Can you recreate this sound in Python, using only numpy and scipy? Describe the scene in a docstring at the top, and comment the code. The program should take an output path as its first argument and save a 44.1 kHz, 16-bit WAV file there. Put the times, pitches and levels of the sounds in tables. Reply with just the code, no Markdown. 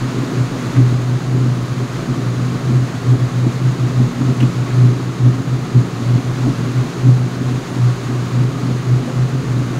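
"""A swelling, wavering drone with a gusty boom: a big supply fan roars on a covered steel ship deck.
Turbulence pumps the duct's lowest resonance and shakes its upper ones along. The blades hum steadily,
housing and deck rumble, casing panels ring and air rushes through the louvres. A door handwheel clanks
twice among faint bumps. A gain control leans back after each swell."""
import sys
import numpy as np
from scipy import signal
from scipy.fft import rfft, irfft, next_fast_len
from scipy.io import wavfile
from scipy.ndimage import uniform_filter1d

SR = 44100
rng = np.random.default_rng(int(sys.argv[2]) if len(sys.argv) > 2 else 0)


def transcribe(signal):
    """Save signal, clipped to [-1, 1], as a 16-bit WAV file at the path in sys.argv[1]."""
    frames = np.atleast_2d(signal).T
    limited = np.clip(frames, -1, 1)
    pcm = np.round(limited * 32767).astype(np.int16)
    wavfile.write(sys.argv[1], SR, pcm)


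N = 431738


# Swells of the lowest duct resonance: (crest time [s], level [dB], pitch [Hz], rise [s], fall [s])
DRONE_SWELLS = [(0.03, -20, 124, 0.024, 0.08), (0.2, -17, 125.8, 0.075, 0.055),
                (0.41, -13.5, 122.9, 0.06, 0.052), (0.53, -27, 126.1, 0.035, 0.075),
                (0.66, -19.0, 124.4, 0.027, 0.051), (0.79, -6.5, 125.3, 0.035, 0.13),
                (0.93, -10.5, 122.3, 0.072, 0.092), (1.15, -13.5, 124.6, 0.19, 0.043),
                (1.33, -13, 124.9, 0.05, 0.13), (1.5, -12, 125.4, 0.22, 0.053),
                (1.6, -19.5, 121, 0.059, 0.045), (1.71, -22, 123.7, 0.043, 0.037),
                (1.82, -17.0, 124.7, 0.065, 0.048), (1.92, -25, 120.3, 0.044, 0.027),
                (2.03, -26, 127.6, 0.041, 0.034), (2.11, -17, 125.1, 0.032, 0.053),
                (2.28, -16.0, 121.2, 0.071, 0.11), (2.43, -15.5, 125.1, 0.068, 0.11),
                (2.76, -10.5, 125.7, 0.12, 0.097), (2.97, -23, 119, 0.025, 0.02),
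                (3.13, -6.5, 123.3, 0.067, 0.036), (3.24, -10.5, 122.4, 0.047, 0.035),
                (3.38, -13, 122, 0.055, 0.054), (3.47, -12, 124.2, 0.086, 0.03),
                (3.57, -16.5, 126.5, 0.03, 0.019), (3.67, -9.5, 125.6, 0.037, 0.056),
                (3.84, -11.5, 125.1, 0.044, 0.042), (4.03, -9.5, 125.3, 0.11, 0.05),
                (4.22, -14, 128, 0.039, 0.05), (4.3, -11.5, 125.5, 0.055, 0.038),
                (4.44, -10.0, 125.6, 0.056, 0.05), (4.6, -14.5, 123.6, 0.053, 0.057),
                (4.83, -6.5, 123.2, 0.1, 0.12), (5.07, -19.5, 124.4, 0.1, 0.07),
                (5.26, -6.0, 122.9, 0.047, 0.063), (5.54, -13.5, 125.5, 0.055, 0.042),
                (5.63, -25, 127, 0.054, 0.024), (5.77, -5.5, 123.6, 0.029, 0.053),
                (5.96, -24, 117.3, 0.04, 0.067), (6.16, -10, 122, 0.12, 0.034),
                (6.27, -19.5, 125, 0.03, 0.11), (6.48, -12.5, 124.5, 0.1, 0.047),
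                (6.65, -18.5, 119.8, 0.093, 0.091), (6.79, -10, 125, 0.041, 0.045),
                (6.99, -20, 125.8, 0.024, 0.04), (7.08, -5, 124.5, 0.045, 0.1),
                (7.22, -13.5, 124.5, 0.054, 0.068), (7.53, -16, 125.8, 0.17, 0.085),
                (7.869, -8.5, 122.5, 0.085, 0.063), (8.19, -17, 122.3, 0.211, 0.076),
                (8.39, -11, 123.8, 0.067, 0.11), (8.71, -17, 124.6, 0.15, 0.125),
                (8.93, -9.5, 124.6, 0.063, 0.07), (9.22, -12, 126.1, 0.085, 0.065),
                (9.34, -17, 129, 0.058, 0.095), (9.54, -16, 123, 0.095, 0.19),
                (9.77, -18, 122.6, 0.055, 0.06)]

def duct_drone(lull_db=-33, waver_db=6, wobble_hz=0.61):
    """Turbulence pumps a narrow resonance: one restless sine. Also returns its level about the mean."""
    swells = [(s, db, rise_s, fall_s) for s, db, _, rise_s, fall_s in DRONE_SWELLS]
    level_db = crests(swells, lull_db + waver_db * drift(13.0), roundness=1.9, turn_rad=1.85)
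    pitch_hz = in_time([(s, hz) for s, _, hz, _, _ in DRONE_SWELLS]) + wobble_hz * drift(6.1)
    tone = np.sqrt(2) * np.sin(2 * np.pi * np.cumsum(pitch_hz) / SR)
    return from_db(level_db) * tone, level_db - level_db.mean()


# Upper duct resonances: (centre [Hz], width [Hz], relative level [dB])
DUCT_MODES = [(239, 23, -1), (268.4, 25.3, -1.5), (288.4, 37, -12)]
# Strong gusts in the duct: (crest time [s], level [dB])
DUCT_GUSTS = [(0.19, -21), (0.31, -18), (0.39, -20.5), (0.79, -14), (0.93, -22.5), (1.36, -20.5),
              (1.44, -29), (2.09, -20.5), (2.18, -21.5), (2.5, -24.5), (2.71, -18.5), (3.14, -16),
              (3.47, -16), (4.01, -14.5), (4.22, -16.5), (4.29, -17.5), (4.43, -12.5), (4.85, -21.5),
              (5.27, -16.5), (5.53, -23.5), (5.77, -20.5), (5.83, -21.5), (6.16, -17), (6.48, -11),
              (7.08, -14.5), (7.42, -24), (7.51, -18.5), (8.11, -19), (9.08, -22.5), (9.34, -21.5),
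              (9.62, -21)]

def duct_boom(swell_db, lull_db=-29.5, waver_db=3, rise_s=0.026, fall_s=0.032):
    """Gusts shake the upper duct resonances. Also returns the boom's level about the mean."""
    bed_db = lull_db + 0.13 * swell_db + waver_db * drift(6.4)
    gusts = [(s, db, rise_s, fall_s) for s, db in DUCT_GUSTS]
    level_db = crests(gusts, bed_db, roundness=0.88, turn_rad=np.pi / 2)
    ring = sum(from_db(db) * band(rng.standard_normal(N), hz, width) for hz, width, db in DUCT_MODES)
    flutter = np.sqrt(uniform_filter1d(rms_one(ring) ** 2, size=1500) + 0.061)
    evened = rms_one(ring / flutter ** 0.66)  # gusts outweigh the noise's own flutter
    return from_db(level_db) * evened, level_db - level_db.mean()


# Housing rumble spectrum: (frequency [Hz], relative density [dB])
HOUSING_SPECTRUM = [(60, -42), (90, -18.5), (105, -6.5), (150, 4), (160, -2.5), (175, -4), (195, -9),
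                    (300, -6.5), (410, -11.5), (440, -23), (600, -21.5), (800, -31)]

def housing_rumble(swell_db, gust_db, level_db=-25):
    """The housing rumbles, partly following swells and gusts."""
    return from_db(level_db + 0.17 * swell_db + 0.29 * gust_db) * coloured(HOUSING_SPECTRUM)


# Blade tones: (frequency [Hz], rms level [dB], waver [dB])
BLADE_TONES = [(178.4, -33, 2), (355, -40, 2)]

def blade_hum():
    """The shaft turns evenly; each tone wavers a little in level."""
    t = np.arange(N) / SR
    return sum(np.sqrt(2) * from_db(db + waver_db * drift(1.9))
               * np.sin(2 * np.pi * (hz * t + rng.random())) for hz, db, waver_db in BLADE_TONES)


# Louvre rush spectrum: (frequency [Hz], relative density [dB])
LOUVRE_SPECTRUM = [(290, -7), (500, 0), (610, -5), (860, -5), (1240, -2), (1630, -6.5), (3250, -14),
                   (4150, -12.5), (5530, -19), (6670, -15), (7810, -23.5), (11000, -29.5), (14500, -37),
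                   (16500, -37)]
# Slow rise and fall of the rush: (time [s], level [dB])
LOUVRE_LEVELS = [(0.0, -31.5), (0.74, -30), (1.2, -32.5), (3.68, -31.5), (4.03, -32), (4.42, -31),
                 (5.37, -33), (6.81, -31), (7.23, -33), (7.6, -31.5), (8.92, -32.5), (9.79, -32)]

def louvre_rush(flicker_db=0.45):
    """Air rushes through the louvres as broad, slightly flickering noise."""
    return from_db(in_time(LOUVRE_LEVELS) + flicker_db * drift(14.0)) * coloured(LOUVRE_SPECTRUM)


# Steel casing resonances: (centre [Hz], width [Hz], base rms level [dB])
PANEL_MODES = [(169.5, 10, -36), (212.4, 29, -43), (330.3, 10.5, -39.5), (396.2, 8.8, -39.5),
               (407.6, 18, -42.5), (457, 14.4, -43), (574, 43, -47), (664, 10, -49), (717, 18, -46),
               (1091, 68, -43), (1240, 84, -47), (1414, 33, -58), (789, 61, -50.5), (894, 49, -53.5)]

def casing_panels(gust_db):
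    """Each panel rings on its own share of the turbulence, a little louder in gusts."""
    ring = sum(from_db(db) * rms_one(resonance(rng.standard_normal(N), hz, width))
               for hz, width, db in PANEL_MODES)
    return from_db(0.15 * gust_db) * ring


# Deck plate spectrum: (frequency [Hz], relative density [dB])
DECK_SPECTRUM = [(18, -12), (30, 1), (40, 2), (52, -7), (63, -4.5), (75, -4), (100, 1.5), (130, -23)]

def deck_plates(swell_db, gust_db, level_db=-37.5):
    """The duct shakes the deck plates into a deep rumble."""
    return from_db(level_db + 0.4 * swell_db + 0.17 * gust_db) * coloured(DECK_SPECTRUM)


# Handwheel clanks: (onset [s], drive level [dB], rattle rise [s])
WHEEL_CLANKS = [(4.401, -45.5, 0.005), (4.425, -48, 0.0042)]
# Handwheel modes: (frequency [Hz], gain [dB], t60 [s])
WHEEL_MODES = [(1600, -13, .012), (2100, -4, .015), (2550, -3.5, 0.019), (2760, -6, 0.026),
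               (2930, -3, 0.023), (3300, -10, 0.017), (5170, -10, .008), (8000, -12, .004),
               (11500, -21, .003)]

def handwheel():
    """Each clank is a short rattle of contacts that rings the wheel's modes."""
    envelope = sum(from_db(db) * burst(s, rise_s) for s, db, rise_s in WHEEL_CLANKS)
    rattle = envelope * rng.standard_normal(N) + 1e-18
    ring = 0
    for hz, db, t60_s in WHEEL_MODES:
        r, w = from_db(-60 / (t60_s * SR)), 2 * np.pi * hz / SR
        ring += signal.lfilter([0, from_db(db) * np.sin(w)], [1, -2 * r * np.cos(w), r * r], rattle)
    return ring


# Dull bumps and rubs: (onset [s], level [dB], rise [s], centre [Hz], width [Hz])
BUMPS = [(0.533, -30, .012, 550, 300), (0.76, -35, 0.011, 1900, 1200), (4.04, -30, 0.012, 410.3, 149.6),
         (4.197, -34, 0.011, 397, 249), (4.291, -33, 0.012, 397, 250), (4.4, -33, .012, 430, 300),
         (4.66, -40.5, .02, 1890, 900), (4.705, -36, 0.0055, 1716, 1200), (6.456, -32, 0.013, 600, 499),
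         (8.101, -35, .010, 420, 300.7), (9.071, -29, .015, 520, 301)]

def bumps():
    """Brief rubs, likely feet and door gear: bursts of broad band noise."""
    rub = rng.standard_normal(N)
    return sum(from_db(db) * burst(s, rise_s) * band(rub, hz, width)
               for s, db, rise_s, hz, width in BUMPS)


def crests(rows, bed_db, roundness, turn_rad):
    """Level [dB] of crests over a bed; rise and fall each span 10 dB. Roundness 1 is pointed, 2 round."""
    t = np.arange(0, N + 40, 40) / SR
    crest_s, db, rise_s, fall_s = np.transpose(rows)[:, :, None]
    distance = np.abs(t - crest_s) / np.where(t < crest_s, rise_s, fall_s)
    heights = from_db(db - 10 * distance ** roundness)
    phasors = np.exp(1j * turn_rad * np.arange(len(rows)))  # out of step: overlaps can partly cancel
    power = np.abs(phasors @ heights) ** 2
    return 10 * np.log10(np.interp(np.arange(N) / SR, t, power) + from_db(bed_db) ** 2)


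def burst(onset_s, rise_s):
    """Quick rise to 1, slower fall."""
    age = np.maximum(np.arange(N) / SR - onset_s, 0) / rise_s
    return age * np.exp(1 - age)


def in_time(rows):
    """(time [s], value) rows joined by straight lines."""
    return np.interp(np.arange(N) / SR, *np.transpose(rows))


def drift(rate_hz):
    """Slow random wander, rms 1: noise through two one-pole low-passes."""
    step, run_in = 40, 2000
    r = np.exp(-2 * np.pi * rate_hz * step / SR)
    noise = rng.standard_normal(N // step + run_in + 2)
    slow = signal.lfilter([1], [1, -2 * r, r * r], noise)[run_in:]
    return np.interp(np.arange(N) / step, np.arange(len(slow)), rms_one(slow))


def coloured(spectrum):
    """Noise with the given spectrum, rms 1."""
    size = next_fast_len(N)
    hz, db = np.transpose(spectrum)
    bin_hz = np.arange(1, size // 2 + 2) * SR / size
    bin_db = np.interp(np.log(bin_hz), np.log(hz), db, left=-99, right=-99)
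    return rms_one(irfft(rfft(rng.standard_normal(size)) * from_db(bin_db), size)[:N])


def resonance(x, hz, width_hz):
    """Two-pole peak, gain 1."""
    r, w = np.exp(-np.pi * width_hz / SR), 2 * np.pi * hz / SR
    return signal.lfilter([(1 - r * r) / 2, 0, (r * r - 1) / 2], [1, -2 * r * np.cos(w), r * r], x)


def band(x, hz, width_hz):
    """Twice through one resonance, rms 1."""
    return rms_one(resonance(resonance(x, hz, width_hz), hz, width_hz))


def from_db(db):
    """Level to gain."""
    return 10 ** (np.asarray(db) / 20)


def rms_one(x):
    """Scale to rms 1."""
    return x / np.sqrt(np.mean(x ** 2) + 1e-20)


def scene():
    """Mono mix; the duct's swells and gusts also move housing, panels and deck."""
    drone, swell_db = duct_drone()
    boom, gust_db = duct_boom(swell_db)
    steel = housing_rumble(swell_db, gust_db) + casing_panels(gust_db) + deck_plates(swell_db, gust_db)
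    return (drone + boom + steel + blade_hum() + louvre_rush() + handwheel() + bumps())[None]


def record(dry):
    """Gain control drops fast on a swell and recovers slowly; peaks are rounded, the top is cut."""
    attack_s, release_db_per_s = 0.064, 10 / 0.76
    neutral_db, cut_db_per_db = -13.5, 0.068
    ceiling, cutoff_hz = 7.8, 15730
    r = np.exp(-1 / (attack_s * SR))
    level_db = 10 * np.log10(signal.lfilter([1 - r], [1, -r], dry[0] ** 2) + 1e-5)
    release_db = release_db_per_s * np.arange(N) / SR
    held_db = np.maximum.accumulate(level_db + release_db) - release_db
    excess_db, _ = signal.lfilter([1 - r], [1, -r], held_db - neutral_db, zi=[-8.0])
    levelled = from_db(-cut_db_per_db * excess_db) * dry
    rounded = ceiling * np.tanh(levelled / ceiling)
    return signal.sosfilt(signal.ellip(14, 0.5, 70, cutoff_hz, fs=SR, output="sos"), rounded)


dry = scene()
out = record(dry)
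transcribe(out)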